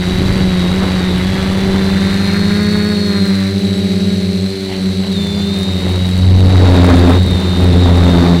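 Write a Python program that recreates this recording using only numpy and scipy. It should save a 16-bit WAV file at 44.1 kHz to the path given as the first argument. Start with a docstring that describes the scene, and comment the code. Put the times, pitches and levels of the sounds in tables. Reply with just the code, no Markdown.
"""Over open fields, a small quadcopter banks; we hear it through the camera microphone on its frame.
Four motors run at slightly different speeds: tones locked to each shaft make a low propeller hum that
beats, and a magnetic whine near 4 kHz. Shaped noise makes the rushing air, the low buffeting and the hiss.
Short pulses make the blade slaps, the buzz and the ticks; thin whistles come and go.
Later on, the frame shakes hard once a revolution and overloads the microphone."""
import sys
import numpy as np
from scipy import signal
from scipy.fft import rfft, irfft
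from scipy.io import wavfile

SR = 44100
rng = np.random.default_rng(int(sys.argv[2]) if len(sys.argv) > 2 else 0)


def wrap_up_sound(samples):
    """Save the sound to the file named by the first command line argument, as 16-bit audio."""
    columns = np.atleast_2d(samples).T
    # keep every value between -1 and 1, then stretch to whole-number steps
    tamed = np.clip(columns, -1, 1)
    steps = np.round(tamed * 32767).astype(np.int16)
    wavfile.write(sys.argv[1], SR, steps)


N = 370440
TIME = np.arange(N) / SR  # seconds

# set speeds of the two motors nearest the microphone: (time [s], shaft speed [turns per s])
SPEED_A = [(0.0, 90.0), (0.38, 94.7), (0.65, 88.8), (0.79, 95.3), (1.0, 91.3), (1.22, 90.9), (1.3, 95.0),
           (2.1, 97.3), (2.65, 103.7), (2.9, 104.1), (3.45, 96.3), (3.58, 100.3), (4.14, 102.4),
           (4.73, 94.4), (5.36, 100.7), (6.07, 90.5), (6.33, 93.2), (6.8, 90.6), (7.22, 94.3), (7.67, 94.0),
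           (8.07, 88.2), (8.4, 90.5)]
SPEED_B = [(0.0, 84.1), (0.19, 81.1), (0.9, 79.3), (1.01, 81.6), (2.31, 88.0), (2.79, 87.6), (3.28, 93.2),
           (3.4, 97.5), (3.56, 94.2), (4.37, 91.7), (4.53, 96.6), (4.95, 92.1), (5.1, 94.2), (5.2, 85.1),
           (5.39, 84.3), (5.55, 87.7), (6.47, 93.3), (7.03, 86.3), (7.24, 89.7), (7.38, 86.4), (7.67, 88.0),
           (8.4, 86.1)]
# set speeds of the two far motors: (time [s], shaft speed [turns per s])
SPEED_C = [(0, 92.9), (.95, 90.8), (1.32, 78.5), (2.2, 89), (3.1, 90), (3.501, 93.4), (3.87, 90.9),
           (4.45, 98.7), (5.1, 98.85), (6.4, 90.26), (7.15, 90.9), (7.55, 98), (7.85, 93.3), (8.4, 94)]
SPEED_D = [(0, 95.7), (1.401, 96.6), (2.2, 91), (2.7, 94.7), (3.45, 96), (4.75, 105.3), (5.65, 99.6),
           (6.35, 104.9), (8.4, 100.3)]
# the speeds hunt around these settings: rate and filter width of the hunting
HUNT_HZ, HUNT_WIDTH_HZ = 5.5, 4.95
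# typical swing of the shaft angle: a fixed part, and a part per unit of sway gain
HUNT_RAD, HUNT_SWAY_RAD = .025, .15

# base strength of the near motors: (time [s], whine [dB], propeller hum [dB])
LEVEL_A = [(0, -40, -16.5), (.65, -37, -16.5), (1.1, -40, -18), (1.6, -42, -16.5), (2.3, -31, -16),
           (3.25, -30, -15), (3.55, -38.5, -17), (4.7, -40.5, -20.5), (5.5, -42, -19.5), (6.2, -39, -20.5),
           (8.4, -39, -21.5)]
LEVEL_B = [(0, -45, -32), (1.6, -46, -32), (2.4, -57, -22.5), (3.8, -36, -19), (4.7, -43, -19),
           (5.25, -33.5, -27.5), (6.3, -39.5, -20.5), (6.75, -34.5, -31.5), (8.4, -37, -14.5)]
# propeller hum; two blades make the even multiples strong: (multiple of shaft speed, level [dB])
HUM = [(1, -9), (2, 1.5), (3, -18), (4, -9.5), (5, -24.5), (6, -20.5), (7, -34), (8, -32)]

# motor whine; 14 poles are switched 42 times a turn: (multiple of shaft speed, level [dB])
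WHINE = [(36, -29), (40, -29), (42, 0.5), (44, -17)]
STEPS_PER_TURN = 42
FAR_WHINE_C_DB, FAR_WHINE_D_DB = -40, -42.5
# a whine grows louder as it passes this resonance of the frame
FRAME_HZ, FRAME_WIDTH_HZ, FRAME_DB = 3714, 330, 6.5

# stretches of disturbed air at the blades: (start [s], attack [s], hold [s], release [s], level [dB])
WAKES = [(0, .02, 3.42, 0.1, -2), (1.75, 0.48, 0.23, 0.42, -6.5), (3.44, 0.077, 0.53, 0.33, -13)]
# slap pulses and noise puffs at a reference shaft speed, and their change for each Hz above it
SLAP_SPEED_HZ = 100
PULSE_DB, PULSE_DB_PER_HZ = -30.5, 0.46
PUFF_DB, PUFF_DB_PER_HZ = -31, -0.13
# tone colours of the slap pulses and the puffs: (frequency [Hz], relative level [dB])
SLAP_COLOUR = [(400, 0), (800, -4), (1250, -1), (1700, 3), (2050, -0.5), (2450, -21), (3500, -27),
               (8000, -34)]
PUFF_COLOUR = [(400, -28), (900, -5), (1500, 1), (2100, 3), (2600, -5.5), (3500, -32), (8000, -42)]

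# bouts of frame sway: (start [s], attack [s], hold [s], release [s], level [dB])
SWAYS = [(5.6, 0.34, 2.1, 0.14, -20), (6.14, 0.18, 0.67, 0.37, -8), (7.52, .16, 0.42, .45, -11)]
CALM_SWAY_DB = -25  # always present, under the bouts
# knocking of the frame: (multiple of shaft speed, level [dB])
KNOCK = [(2, -8.5), (3, -1), (4, -10), (5, -8.5), (6, -30.5), (7, -22)]
# knocking per unit of sway gain and of gust gain
SWAY_KNOCK_DB, GUST_KNOCK_DB = -17, -12.5

# bouts of chatter in the mount: (start [s], attack [s], hold [s], release [s], level [dB])
CHATTERS = [(0, .02, 1.8, .6, -33), (3.5, 0.1, 0.25, 1.4, -45), (5, .04, 0.011, .04, -32),
            (4.68, 0.026, 0.025, 0.066, -31.5), (5.0, 1, 2.5, 0.19, -38)]
BUZZ_DB = -48.5  # steady buzz under the bouts
# bouts of fine ticking in the mount: (start [s], attack [s], hold [s], release [s], level [dB])
TICKS = [(2.3, 0.47, .5, .8, -48), (4.9, 0.53, 2.58, 0.23, -46.5), (6.6, .25, .3, .3, -46)]

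# hiss of the blade tips in calm air, and its rise per unit of wake gain and of gust gain
HISS_DB, HISS_WAKE_DB, HISS_GUST_DB = -31, 2.5, 2
# tone colour of the hiss: (frequency [Hz], relative level [dB])
HISS_COLOUR = [(200, -10), (900, -6.5), (2200, 0.5), (3200, -3.5), (3900, 5.5), (4500, 0.5), (5300, -8),
               (6700, -13.5), (7800, -10.5), (10500, -20), (13500, -22), (15500, -29)]
# resonances of the camera housing: (frequency [Hz], width [Hz], height [dB])
HOUSING = [(4600, 180, 3), (6010, 740, 4.5), (9870, 880, 7), (12000, 720, 5)]

# brief thin whistles above the whine: (middle [s], length [s], frequency [Hz], level [dB])
WHISTLES = [(.37, .22, 4580, -39), (.91, .23, 4570, -38), (2.07, .19, 4587, -41), (3.9, .3, 4600, -44),
            (5.39, .1, 4720, -39), (6.6, .74, 4620, -41), (7.03, .1, 4630, -36), (8.3, .3, 4607, -42)]

# steady airflow: (time [s], buffeting [dB], rush [dB])
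AIR = [(0, -27.5, -29), (.8, -23, -24.5), (1.7, -20, -24.5), (2.5, -30, -31.5), (3.2, -44, -39.5),
       (4.35, -44, -55), (4.75, -35, -36), (5.9, -41, -29.5), (8.4, -46, -24.5)]
# gusts that build up and stop abruptly: (start [s], attack [s], hold [s], release [s], level [dB])
GUSTS = [(6.42, 0.29, 0.387, 0.098, 1), (7.53, 0.16, 0.62, .06, -7), (7.92, 0.414, 0.018, 0.038, -7.5)]
# brief blows of wind on the microphone: (start [s], attack [s], hold [s], release [s], level [dB])
BLOWS = [(.04, 0.097, 0.25, 0.17, -18.5), (7.2, 0.071, .04, .06, -22)]
# buffeting relative to the sway bouts, rush relative to the gusts
SWAY_BUFFET_DB, GUST_RUSH_DB = -10, -15
# tone colours of the buffeting and the rush: (frequency [Hz], relative level [dB])
BUFFET_COLOUR = [(10, 0), (25, -7), (60, 1.5), (130, 1), (240, -5.5), (400, -12.5), (800, -41), (2000, -60)]
RUSH_COLOUR = [(60, -12), (200, 11.5), (420, 10), (650, 4.5), (1000, 2), (1800, -4.5), (2600, -11.5),
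               (5000, -21.5), (12000, -39.5)]

TOP_HZ = 15800  # the highest treble is cut above this


def propeller(turn, db):
    """Blades passing by push the air in a steady rhythm: a hum of tones locked to the shaft."""
    return undb(db) * tones(turn, HUM, waver_db=1.5, waver_rate=2.13)


def whine(turn, db, overtone_db):
    """Magnetic whine and its octave; the speed controller's quick corrections make it flutter."""
    whine_hz = STEPS_PER_TURN * speed_of(turn)
    lift_db = FRAME_DB / (1 + (2 * (whine_hz - FRAME_HZ) / FRAME_WIDTH_HZ) ** 2)
    fluttering = turn + .015 * walk(10) + .002 * walk(130)
    main = undb(lift_db) * tones(fluttering, WHINE, waver_db=0.27, waver_rate=11)
    octave_gain = undb(overtone_db + 2.0 * walk(6.4))
    octave = octave_gain * np.sqrt(2) * np.sin(2 * STEPS_PER_TURN * fluttering)
    return undb(db + 1.1 * walk(9.1)) * (main + octave)


def slap(turn):
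    """In disturbed air each passing blade sends a pulse, stronger at speed, and a puff of noise."""
    faster_hz = speed_of(turn) - SLAP_SPEED_HZ
    pulse_db = PULSE_DB + PULSE_DB_PER_HZ * faster_hz
    puff_db = PUFF_DB + PUFF_DB_PER_HZ * faster_hz
    # two blades: two slaps per turn
    pulses = colour(knocks(2 * turn, scatter_db=3.0), SLAP_COLOUR)
    rough_noise = undb(2.0 * walk(220)) * rng.standard_normal(N)
    puffs = colour(gate(2 * turn, sharp=0.34) * rough_noise, PUFF_COLOUR)
    # patches of disturbed air make the slaps come in clusters
    clusters_db = 2.0 * walk(25)
    slaps = undb(pulse_db + clusters_db) * pulses + undb(puff_db + .5 * clusters_db) * puffs
    return swells(WAKES) * slaps


def shake(turn):
    """An unbalanced rotor sways the frame once a turn; knocking grows with the sway and the gusts."""
    knock_gain = undb(SWAY_KNOCK_DB) * swaying() + undb(GUST_KNOCK_DB) * swells(GUSTS)
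    uneven = turn + 0.037 * walk(7.9)
    sway = swaying() * undb(1.0 * walk(29.0)) * np.sqrt(2) * np.cos(uneven)
    knocking = tones(uneven + 0.076 * walk(64), KNOCK, waver_db=2.5, waver_rate=44)
    return sway + knock_gain * knocking


def buzz(turn):
    """The mount chatters once a turn: taps and bursts of noise set three resonances ringing."""
    taps = unit(knocks(turn, scatter_db=3.5))
    push = 0.42 * taps + gate(turn, sharp=1.0) * rng.standard_normal(N)
    ringing = ring(push, 738, 320) + 0.89 * ring(push, 2076, 370) + 0.72 * ring(push, 2960, 720)
    return (undb(BUZZ_DB) + swells(CHATTERS)) * unit(ringing)


def crackle(turn):
    """Bright ticks in the mount once a turn, very uneven in size."""
    ticks = np.minimum(knocks(turn, scatter_db=8), undb(13))  # limit the largest
    bright = [(1500, -20), (5000, 1), (9000, 14), (13000, -1), (16000, 6)]  # Hz, dB
    return swells(TICKS) * colour(ticks, bright)


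def hiss(turn_a, turn_b):
    """Swirling air at the blade tips, chopped by the rotation; rough air lifts the hiss."""
    db = HISS_DB + HISS_WAKE_DB * swells(WAKES) + HISS_GUST_DB * swells(GUSTS)
    chop = gate(2 * turn_a, sharp=1.0) + gate(turn_a, sharp=0.48) + gate(turn_b, sharp=0.1)
    rough_noise = undb(1.2 * walk(200)) * rng.standard_normal(N)
    return undb(db) * colour(chop * rough_noise, HISS_COLOUR, HOUSING)


def whistles():
    """Thin tones with a wavering pitch and strength that swell and die away now and then."""
    out = np.zeros(N)
    for middle, length, hz, db in WHISTLES:
        swell = np.exp(-(2 * (TIME - middle) / length) ** 4)
        tone = np.sqrt(2) * np.sin(angle(hz + 25 * walk(54.7)))
        out += undb(db + 3.0 * walk(40)) * swell * tone
    return out


def air(turn):
    """Low buffeting on the microphone, and a gusty rush in the wash of the nearest propeller."""
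    buffet_db, rush_db = curves(AIR)
    buffet_gain = undb(buffet_db) + undb(SWAY_BUFFET_DB) * swells(SWAYS) + swells(BLOWS)
    rush_gain = undb(rush_db) + undb(GUST_RUSH_DB) * swells(GUSTS)
    buffet = undb(1.0 * walk(25)) * colour(rng.standard_normal(N), BUFFET_COLOUR)
    # large eddies swell the rush, small ones break it into grains
    eddy_gain = undb(2.0 * walk(8) + 2.7 * walk(410))
    eddies = eddy_gain * gate(2 * turn, sharp=0.23) * rng.standard_normal(N)
    return buffet_gain * buffet + rush_gain * colour(eddies, RUSH_COLOUR)


def shaft(speed):
    """Angle of a shaft that hunts around its set speed, more so when the frame sways."""
    hz, = curves(speed)
    hunting = unit(ring(rng.standard_normal(N), HUNT_HZ, HUNT_WIDTH_HZ))
    return angle(hz) + (HUNT_RAD + HUNT_SWAY_RAD * swaying()) * hunting


def speed_of(turn):
    """Shaft speed in turns per second from its angle."""
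    return np.gradient(turn) * SR / (2 * np.pi)


def swaying():
    """How strongly the frame sways, as a gain."""
    return undb(CALM_SWAY_DB) + swells(SWAYS)


def swells(rows):
    """Summed gain of events that each rise, hold and fall."""
    total = 0
    for start, attack, hold, release, db in rows:
        rise = (TIME - start) / attack
        fall = 1 - (TIME - start - attack - hold) / release
        total = total + undb(db) * np.clip(np.minimum(rise, fall), 0, 1)
    return total


def tones(turn, orders, waver_db, waver_rate):
    """Tones locked to a shaft, each wavering in strength; a steady one at 0 dB has rms 1."""
    total = 0
    for multiple, db in orders:
        gain = undb(db + waver_db * walk(waver_rate))
        total = total + gain * np.sin(round(multiple) * turn)
    # the minus sign makes every tone start downwards
    return -np.sqrt(2) * total


def gate(turn, sharp):
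    """One smooth burst per cycle; rms 1."""
    return unit(np.exp(sharp * np.cos(turn)))


def knocks(turn, scatter_db):
    """One single-sample pulse per cycle, uneven in size."""
    new_cycle = np.diff(np.floor(turn / (2 * np.pi)), prepend=0)
    return new_cycle * undb(scatter_db * walk(84))


def angle(hz):
    """Angle in radians that builds up from a speed in cycles per second."""
    return 2 * np.pi * np.cumsum(hz) / SR


def ring(x, hz, width_hz):
    """A resonance with steep sides: the same peak filter (of this width) used twice."""
    b, a = signal.iirpeak(hz, hz / width_hz, fs=SR)
    once = signal.lfilter(b, a, x)
    return signal.lfilter(b, a, once)


def colour(x, points, peaks=()):
    """Shape a sound by a spectrum and a few resonant humps; rms 1."""
    f = np.arange(N // 2 + 1) * SR / N + 1  # 1 Hz added to avoid log(0)
    hz, db = np.transpose(points)
    shape_db = np.interp(np.log(f), np.log(hz), db)
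    for centre, width, height_db in peaks:
        shape_db = shape_db + height_db / (1 + (2 * (f - centre) / width) ** 2)
    return unit(irfft(rfft(x) * undb(shape_db), N))


def walk(rate):
    """Smooth random wandering, rms 1; movements faster than about this rate in Hz are weakened."""
    f = np.arange(N // 2 + 1) * SR / N
    smooth = rfft(rng.standard_normal(N)) / (1 + (f / rate) ** 2) ** 2
    return unit(irfft(smooth, N))


def curves(table):
    """The columns of a table, joined by straight lines in time."""
    s, *columns = np.transpose(table)
    return [np.interp(TIME, s, c) for c in columns]


def unit(x):
    """Scale to rms 1."""
    return x / np.sqrt(np.mean(x ** 2))


def undb(db):
    """Turn decibels into a gain."""
    return 10 ** (np.asarray(db) / 20)


def scene():
    """Four rotors, their hum and whine, with air and frame noise around them."""
    a, b, c, d = (shaft(speed) for speed in (SPEED_A, SPEED_B, SPEED_C, SPEED_D))
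    whine_a_db, hum_a_db = curves(LEVEL_A)
    whine_b_db, hum_b_db = curves(LEVEL_B)
    # the near propellers beat: they weaken each other when equally strong but out of step
    near_hum = propeller(a, hum_a_db) + propeller(b, hum_b_db)
    far_hum = propeller(c, db=-38) + propeller(d, db=-33.5)
    near_whine = whine(a, whine_a_db, overtone_db=-24.0) + whine(b, whine_b_db, overtone_db=-16)
    far_whine = whine(c, FAR_WHINE_C_DB, overtone_db=-19.5) + whine(d, FAR_WHINE_D_DB, overtone_db=-24.0)
    motors = near_hum + far_hum + near_whine + far_whine
    frame = shake(b) + buzz(b) + crackle(b)
    mix = motors + slap(a) + frame + hiss(a, b) + whistles() + air(a)
    return mix[None]  # one channel


def record(dry):
    """The microphone overloads with flattened tops; then the highest treble is cut."""
    ceiling = .71
    clipped = dry / (1 + (dry / ceiling) ** 12) ** (1 / 12)
    treble_cut = signal.ellip(10, .1, 80, TOP_HZ, fs=SR, output="sos")
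    return signal.sosfilt(treble_cut, clipped)


dry = scene()
out = record(dry)
wrap_up_sound(out)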